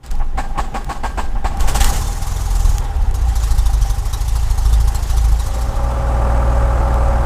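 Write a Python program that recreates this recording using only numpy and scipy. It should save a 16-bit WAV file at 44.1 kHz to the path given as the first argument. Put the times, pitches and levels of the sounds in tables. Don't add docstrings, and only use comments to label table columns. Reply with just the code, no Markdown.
import sys
import numpy as np
from scipy import signal
from scipy.fft import rfft, irfft, next_fast_len
from scipy.io import wavfile
from scipy.ndimage import uniform_filter1d, map_coordinates

SR = 44100
rng = np.random.default_rng(int(sys.argv[2]) if len(sys.argv) > 2 else 0)


def gain_from_decibels(decibels):
    exponent = np.asarray(decibels, float) / 20
    return 10 ** exponent


def unload_wav(signal):
    wavfile.write(
        sys.argv[1],
        SR,
        np.round(np.clip(np.atleast_2d(signal).T, -1, 1) * 32767).astype(np.int16),
    )


N = 319801
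T = np.arange(N) / SR

# t/s, rate/(turns per s)
SPEED = [(1.8906, 12.11), (2.0, 18.64), (2.35, 21.58), (2.7, 20.75), (3.0, 16.87), (3.2, 13.79),
         (3.77, 12.95), (3.9, 11.17), (4.02, 13.45), (4.5, 13.37), (6.0, 13.82)]
# t/s, puff
# peak level/dB, thump level/dB
BURN = [(1.89, -16.5, -0.5), (1.97, -23.5, -17), (2.15, -25, -18.5), (2.33, -26.5, -12.5),
        (2.66, -25, -13.5), (2.85, -37.5, -14.5), (3.08, -41, -13.5), (3.25, -31, -16.5),
        (3.36, -22, -16.5), (4.3, -24.5, -17.5), (5.2, -22.5, -15.5), (5.5, -26, -17.5), (5.61, -27.5, -30),
        (5.7, -29, -18), (5.98, -40.5, -26)]
# t/s, level re trend/dB
ODD_BURNS = [(2.17, -1.5), (2.55, 0.5), (2.6, -1), (2.64, 1), (2.955, 0), (3.14, 11.5), (4.13, 4),
             (4.43, -2.5), (4.87, 2), (5.03, -3.5), (5.25, -3.5), (5.68, -9.5)]
LEAN_TURNS, LEAN_DB = 3, -2.5
SCATTER_DB, THUMP_SCATTER_DB = 1.0, 1.5
FASTENERS_HZ = [3580, 3890, 5460, 5900, 6200, 6550, 6730, 7640]
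# shaft multiple, level/dB
COLD_ORDERS = [(1, -9), (2, -3), (3, -10.5), (4, 0), (5, -9), (6, -1), (7, -19.5), (8, -0.5), (9, -8),
               (10, -0.5)]
# f/Hz, width/Hz, level/dB
CABIN = [(24.4, 18.2, -2.5), (52.4, 17, 1.5), (115, 46, -17.5), (197, 39, -37)]
# f/Hz, level/dB per Hz
RUMBLE = [(12, -56), (20, 9), (64, -6), (91, -34), (113, -26), (216, -27), (300, -51), (390, -77),
          (660, -120)]
# f/Hz, level/dB per Hz
PUFF = [(1180, -32), (2000, -30), (2180, -16), (3680, -9.5), (5390, -5), (11400, -7.5), (15200, -17),
        (15600, -18), (16000, -39)]

# t/s, panel peak level/dB, hiss re panel/dB, thump level/dB, length/s
ENGAGE = [
    (0.034, -51, 10, -34, 0.037),
    (0.106, -48, 7, -41, 0.0091),
    (0.199, -25.5, -35.5, -17, 0.028),
    (0.553, -27.5, -30, -38, 0.014),
    (1.355, -24, -58, -13.5, 0.019),
]
# t/s, panel peak level/dB, thump level/dB
SQUEEZES = [
    (0.376, -14.5, -22),
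    (0.578, -13.5, -27),
    (0.744, -15.5, -30),
    (0.894, -15, -40),
    (1.036, -15, -22),
    (1.176, -14, -17.5),
    (1.445, -14.5, -13.5),
]
SQUEEZE_S, SQUEEZE_HISS_DB = 0.026, -16.5
REBOUND_AFTER_S, REBOUND_DB, REBOUND_THUMP_DB, REBOUND_S = 0.0602, -14.5, -2, 0.02
# t/s, blast peak level/dB, panel re blast/dB, thump level/dB, length/s
CATCH = [
    (1.597, -20.5, 0.5, -15, 0.023),
    (1.678, -11, -2.5, -24, 0.012),
    (1.749, -9.5, -0.5, -13.5, 0.013),
    (1.8044, -6.5, -5.5, -7, 0.0075),
    (1.844, -14, -7, -27, 0.032),
    (1.927, -19.5, -28, -27, 0.056),
]
# f/Hz, level/dB per Hz
SNEEZE = [(1180, 0.5), (2000, -5), (3140, -7), (4900, -7), (5730, -13.5), (7910, -6), (9830, -21),
          (14500, -24), (15500, -30), (16000, -50)]
# f/Hz, level/dB per Hz
BLAST = [(710, -28), (1200, -3), (1980, -1.5), (2140, -4.5), (3430, -5), (3940, -6.5), (8330, -3.5),
         (8980, -9), (15500, -15.5)]
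# f/Hz, width/Hz, level/dB
PANEL = [(799, 40, 1.5), (1118, 28, 0.5), (1595, 4.9, -8), (1740, 48, -9.5), (2450, 31, -42),
         (2840, 40, -21)]
# f/Hz, level/dB per Hz
CLATTER = [(88, -45), (150, -24), (218, 4), (281, -7), (675, -5), (805, -7), (1280, -7.5), (3000, -19),
           (3900, -48), (6600, -120)]
# f/Hz, width/Hz, level/dB
FRAME = [(36.4, 18.3, 0.5), (54.6, 16, 1), (70.4, 4.4, -8), (120, 29, -18.5), (207, 69, -22)]
# t/s, level/dB
SHAKE = [(0.0, -56), (0.13, -37.5), (0.3, -40), (0.44, -35), (1.45, -35), (1.67, -26), (1.93, -25.5),
         (2.12, -32), (2.7, -30), (4.3, -33.5), (5.07, -30.5), (5.77, -35), (6.3, -32)]
RUMBLE_DB, RUMBLE_GROWS = 12, 0.57

WARM_SHAFT_HZ = 19.76
# t/s, level/dB
WARM = [
    (5.45, -31),
    (5.76, -33),
    (6.3, -28.5),
    (7.25, -28.5),
]
# shaft multiple, level/dB
WARM_ORDERS = [(1, -22), (2, -7), (3, 0), (4, -14), (5, -19), (6, -11), (7, -27), (8, -32), (10, -22),
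               (12, -24)]
# f/Hz, width/Hz, level/dB
DASH = [(548, 35, 3), (771, 35, 0.5), (863, 57.5, 1), (1182, 71, -7), (1317, 15.4, -1.5), (1600, 36, -19)]
# f/Hz, level/dB per Hz
ROAR = [(13, -35), (22, 1), (68, -17.5), (135, -15), (163, -22), (438, -23), (530, -40), (661, -27),
        (846, -20.5), (1020, -30), (1310, -26.5), (2030, -37.5), (3820, -52), (8020, -48.5), (15500, -68)]

# t/s, f/Hz, level/dB, t60/s
ROCK = [
    (0.097, 20.8, -11.5, 3),
    (0.97, 18, -12.5, 0.4),
    (1.19, 15.5, -15, 3.5),
    (1.609, 14.9, -2.5, 0.46),
    (1.834, 19, -4, 0.44),
]
ROCK_RISE_S = 0.022
# t/s, level/dB
LEAK = [
    (1.8, -40),
    (1.842, -49),
    (1.916, -35),
    (2.232, -42),
    (2.582, -41),
    (2.644, -39.5),
    (2.77, -42),
    (2.85, -51),
]
# f/Hz, width/Hz, level/dB
LEAK_MODE = [(6860, 920, 0)]
# t/s, peak level/dB
CLICKS = [(0.0625, -23), (0.113, -17), (0.153, -27), (0.191, -33), (0.245, -41), (0.845, -22.5),
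          (1.572, -21), (1.607, -11), (1.8445, -0.5), (2.7826, -8.5), (3.1108, -23), (3.1964, -30),
          (6.9424, -20)]
# f/Hz, level/dB per Hz
BUZZ = [(88, 5.5), (150, 1.5), (162, -8.5), (218, -6), (326, -8.5), (414, -6), (581, -10), (795, -10.5),
        (878, -8), (1090, -10.5), (1930, -17.5), (2190, -23.5), (3000, -24), (3900, -29), (6600, -120)]
# f/Hz, level/dB per Hz
AIR = [(1180, -3), (2000, 0.5), (2340, -4), (3200, -1), (3580, -2), (6820, 0), (14500, -14), (15600, -20),
       (16000, -43)]
LINGER_DB, LINGER_S = -34.5, 0.14
HISS_FLOOR_DB, HISS_DB, HISS_GROWS = -65.5, -40, 0.49
TOP_HZ = 15550


def unit(x):
    return x / np.sqrt(np.mean(x ** 2) + 1e-20)


def curves(rows):
    s, *cols = np.transpose(rows)
    return [np.interp(T, s, c) for c in cols]


def fade_in(start_s, length_s):
    return np.clip((T - start_s) / length_s, 0, 1)


def fade_out(end_s, length_s):
    return np.clip((end_s - T) / length_s, 0, 1)


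def wobble(rate_hz):
    coarse = T[::32]
    knots = rng.standard_normal(int(N * rate_hz / SR) + 4)
    return np.interp(T, coarse, map_coordinates(knots, [coarse * rate_hz]))


def filtered(x, response):
    m = next_fast_len(N + SR // 2)
    return irfft(rfft(x, m) * response(np.fft.rfftfreq(m, 1 / SR)), m)[:N]


def shaped(points):
    f, db = np.transpose(points)
    return lambda hz: gain_from_decibels(np.interp(np.log(hz + 1), np.log(f + 1), db))


def modes(rows):
    def response(f):
        total = 0
        for k, (centre, width, db) in enumerate(rows):
            damping = 1j * f * width
            total = total + (-1) ** k * gain_from_decibels(db) * damping / (centre * centre - f * f + damping)
        return total
    return response


def noise(response, patchy_db):
    z = signal.stft(rng.standard_normal(N), nperseg=256)[2]
    field = uniform_filter1d(rng.standard_normal(z.shape), 4, 0)
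    field = unit(uniform_filter1d(field, 8, 1))
    patchy = signal.istft(z * gain_from_decibels(patchy_db * field), nperseg=256)[1][:N]
    return unit(filtered(patchy, response))


def blows(s, gain):
    at = np.round(np.asarray(s) * SR).astype(int)
    return np.bincount(at[at < N], np.asarray(gain)[at < N], N)


def burst(length, rise, tail):
    t = np.arange(SR // 5) / SR
    return (1 - np.exp(-t / rise)) * np.exp(-np.maximum(t - abs(length), 0) / tail)


def cabin(pushes):
    ring = irfft(modes(CABIN)(np.fft.rfftfreq(SR, 1 / SR)))[:SR // 2]
    ring = np.convolve(ring, np.hanning(SR // 150))
    return signal.oaconvolve(pushes, ring / np.abs(ring).max())[:N]


def firings():
    hz, = curves(SPEED)
    turns = np.cumsum(hz * (T >= SPEED[0][0])) / SR
    s = np.interp(np.arange(63), turns + T / N, T)
    s[0] = SPEED[0][0]
    when, puff_db, thump_db = np.transpose(BURN)
    chance = rng.standard_normal((len(s), 3))
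    lean = np.arange(len(s)) % LEAN_TURNS == 2
    puff_db = np.interp(s, when, puff_db) + LEAN_DB * lean + SCATTER_DB * chance[:, 0]
    for at, db in ODD_BURNS:
        puff_db[np.argmin(np.abs(s - at))] += db
    thump_db = np.interp(s, when, thump_db) + THUMP_SCATTER_DB * chance[:, 1]
    return s + .0015 * chance[:, 2], puff_db, thump_db, rng.choice(FASTENERS_HZ, len(s))


def cold_boom(firing):
    s, puff_db, thump_db, _ = firing
    padded = np.pad(s, 2, mode="reflect", reflect_type="odd")
    steady = uniform_filter1d(padded, size=3)[2:-2]
    slow = T[::8]
    turns = np.interp(slow, steady - .003, np.arange(len(s)))
    hz = 1 / np.gradient(steady)
    burn_db = uniform_filter1d(puff_db, size=5)
    tones = 0
    for k, db in COLD_ORDERS:
        bright = gain_from_decibels(0.038 * k * (burn_db + 32.5))
        lift = np.interp(slow, steady, modes(CABIN)(k * hz) * bright)
        tones = tones + gain_from_decibels(db + 2.56 * wobble(7.1)[::8]) * np.real(lift * np.exp(2j * np.pi * k * turns))
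    tones = unit(signal.resample_poly(tones, 8, 1)[:N])
    rumble = gain_from_decibels(-4.5) * noise(shaped(RUMBLE), patchy_db=1)
    running = fade_in(1.88, 0.13) * fade_out(6.05, 0.16)
    return running * gain_from_decibels(np.interp(T, s, thump_db) - 1.0) * (tones + rumble)


def fastener_jingle(firing, chance):
    s, puff_db, _, ring_hz = firing
    chatter = .8 + .7 * wobble(600)
    t, jingle = T[:SR // 12], np.zeros(N)
    for when, db, hz, luck in zip(s, puff_db, ring_hz, chance):
        second_hz = hz * (np.where(hz < 5000, 1.55, .6) + .06 * luck[3])
        pair = np.sin(2 * np.pi * hz * t) + .6 * np.sin(2 * np.pi * second_hz * t)
        decay = gain_from_decibels(db - 12.5 + luck[4] - 60 * np.maximum(t - .012, 0) / .1)
        ring = decay * (1 - np.exp(-t / .002)) * pair * chatter[round(when * SR):][:len(t)]
        jingle[round((when - .001 + .002 * luck[5]) * SR):][:len(t)] += ring
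    return jingle


def cold_idle(firing):
    s, puff_db, thump_db, _ = firing
    chance = rng.standard_normal((len(s), 6))
    half = s + np.gradient(s) * (.5 + 0.0099 * chance[:, 0])
    weak_db = uniform_filter1d(puff_db, size=3) - 18 + 2.2 * chance[:, 1]
    gates = blows(s - .004, gain_from_decibels(puff_db - 9.5)) + blows(half, gain_from_decibels(weak_db))
    gates = signal.oaconvolve(gates, burst(.015, rise=.002, tail=.01))[:N]
    jingle = fastener_jingle(firing, chance)
    uneven = cabin(blows(half, gain_from_decibels(thump_db - 4) * np.tanh(chance[:, 2])))
    buzz = gain_from_decibels(-1.5) * gates * noise(modes([(810, 70, -2), (1100, 220, 0)]), patchy_db=1.5)
    return gates * noise(shaped(PUFF), patchy_db=0.0) + jingle + buzz + uneven


def strokes(rows, air_colour):
    rattle, air, pushes = np.zeros(N), np.zeros(N), np.zeros(N)
    for s, panel_db, air_db, thump_db, length in rows:
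        at = round((s - .004) * SR)
        knock = burst(length, rise=0.0022, tail=0.011)
        rattle[at:at + len(knock)] += gain_from_decibels(panel_db) * knock
        air[at:at + len(knock)] += gain_from_decibels(air_db) * burst(length + .008, rise=.005, tail=.02)
        pushes[at] = gain_from_decibels(thump_db + 2.5)
    teeth = rattle * rng.standard_normal(N)
    damped = [(hz, 1.36 * width, db) for hz, width, db in PANEL]
    sheet = unit(filtered(teeth, modes(damped))) + 0.62 * unit(filtered(teeth, shaped(CLATTER)))
    crackle = gain_from_decibels(0.8 * wobble(340)) * noise(shaped(air_colour), patchy_db=1.5)
    return sheet * np.sqrt(np.mean(rattle ** 2)) + air * crackle + cabin(pushes)


def cranking():
    tops = [(s, db, SQUEEZE_HISS_DB, thump_db, SQUEEZE_S) for s, db, thump_db in SQUEEZES]
    backs = [(s + REBOUND_AFTER_S, db + REBOUND_DB, SQUEEZE_HISS_DB, thump_db + REBOUND_THUMP_DB, REBOUND_S)
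             for s, db, thump_db in SQUEEZES]
    drag = strokes([(s, db - 6.5, db + hiss_db - 0.5, thump_db, length)
                    for s, db, hiss_db, thump_db, length in ENGAGE + tops + backs], SNEEZE)
    fire = strokes([(s, db + panel_db - 10.5, db - 12, thump_db, length)
                    for s, db, panel_db, thump_db, length in CATCH], BLAST)
    shake_db = RUMBLE_DB - 36 + RUMBLE_GROWS * (curves(SHAKE)[0] + 36)
    rumble = gain_from_decibels(shake_db) * fade_out(2.2, 0.077) * noise(modes(FRAME), patchy_db=0.8)
    return drag + fire + rumble


def warm_idle():
    turns = WARM_SHAFT_HZ * T
    tones = 0
    for k, db in WARM_ORDERS:
        tones = tones + gain_from_decibels(db + 0.37 * wobble(4.6)) * np.sin(2 * np.pi * (k * turns + rng.random()))
    fire = np.flatnonzero(np.diff(np.floor(turns))) / SR
    knock = blows(fire, gain_from_decibels(0.22 * rng.standard_normal(len(fire))))
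    pattern = rng.standard_normal(round(SR / WARM_SHAFT_HZ))
    knock = filtered(signal.fftconvolve(knock, pattern)[:N], modes(DASH))
    throb = 1 + 0.16 * np.cos(2 * np.pi * 2 * turns) + 0.029 * np.cos(2 * np.pi * turns)
    ring = throb * noise(modes(DASH), patchy_db=3.0)
    roar = throb * noise(shaped(ROAR), patchy_db=1.3)
    mix = gain_from_decibels(9.0) * unit(tones) + gain_from_decibels(-2.5) * unit(knock) + gain_from_decibels(-7.5) * ring + gain_from_decibels(1.0) * roar
    return gain_from_decibels(curves(WARM)[0] + 5.5) * fade_in(5.3, 0.57) * mix


def rocking():
    sway = np.zeros(N)
    ends = [row[0] for row in ROCK[1:]] + [2.1]
    for (s, hz, db, t60), end in zip(ROCK, ends):
        t = np.maximum(T - s, 0)
        held = (1 - np.exp(-t / ROCK_RISE_S)) * fade_out(end + ROCK_RISE_S, ROCK_RISE_S)
        sway += np.sqrt(2) * gain_from_decibels(db - 60 * t / t60) * held * np.sin(2 * np.pi * hz * t)
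    return sway


def leak():
    gate = fade_in(1.8, 0.063) * fade_out(2.8, .03)
    return gain_from_decibels(curves(LEAK)[0] + 0.5) * gate * noise(modes(LEAK_MODE), patchy_db=2.5)


def clicks():
    s, db = np.transpose(CLICKS)
    gate = signal.fftconvolve(blows(s, gain_from_decibels(db - 6)), burst(.0006, rise=.0001, tail=.0014))[:N]
    colour = shaped([(300, -30), (1500, -2), (8000, 0), (15000, -8)])
    return filtered(gate * np.sign(rng.standard_normal(N)), colour)


def bed():
    s, db = np.transpose([row[:2] for row in SQUEEZES] + [(ENGAGE[1][0], -16)])
    linger = signal.oaconvolve(blows(s, gain_from_decibels(db + LINGER_DB)), np.exp(-T[:SR] / LINGER_S))[:N]
    burn_db = uniform_filter1d(curves(BURN)[0], size=SR // 8)
    flow = gain_from_decibels(HISS_DB + HISS_GROWS * (burn_db + 23)) * fade_in(1.55, 0.17)
    level = linger + flow + gain_from_decibels(HISS_FLOOR_DB) * fade_in(0, 0.04)
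    hiss = level * gain_from_decibels(1.3 * wobble(25)) * noise(shaped(AIR), patchy_db=2.5)
    ring = filtered(gain_from_decibels(3 * wobble(70)) * rng.standard_normal(N), modes(PANEL[:1]))
    buzz = gain_from_decibels(0.8 * wobble(40)) * noise(shaped(BUZZ), patchy_db=1.5) + 0.54 * unit(ring)
    return fade_out(6.4, 0.31) * (gain_from_decibels(curves(SHAKE)[0] - 0.5) * buzz + hiss)


def scene():
    turns = firings()
    engine = cold_boom(turns) + cold_idle(turns) + cranking() + warm_idle()
    return (engine + rocking() + leak() + clicks() + bed())[None]


def top_cut(x):
    return signal.sosfilt(signal.butter(12, 16520, fs=SR, output="sos"), x)


def record(dry):
    soft = dry[0] / (1 + np.abs(dry[0] / .95) ** 6) ** (1 / 6)
    mix = filtered(soft, lambda hz: hz < TOP_HZ)[None]
    return top_cut(mix)


dry = scene()
out = record(dry)
unload_wav(out)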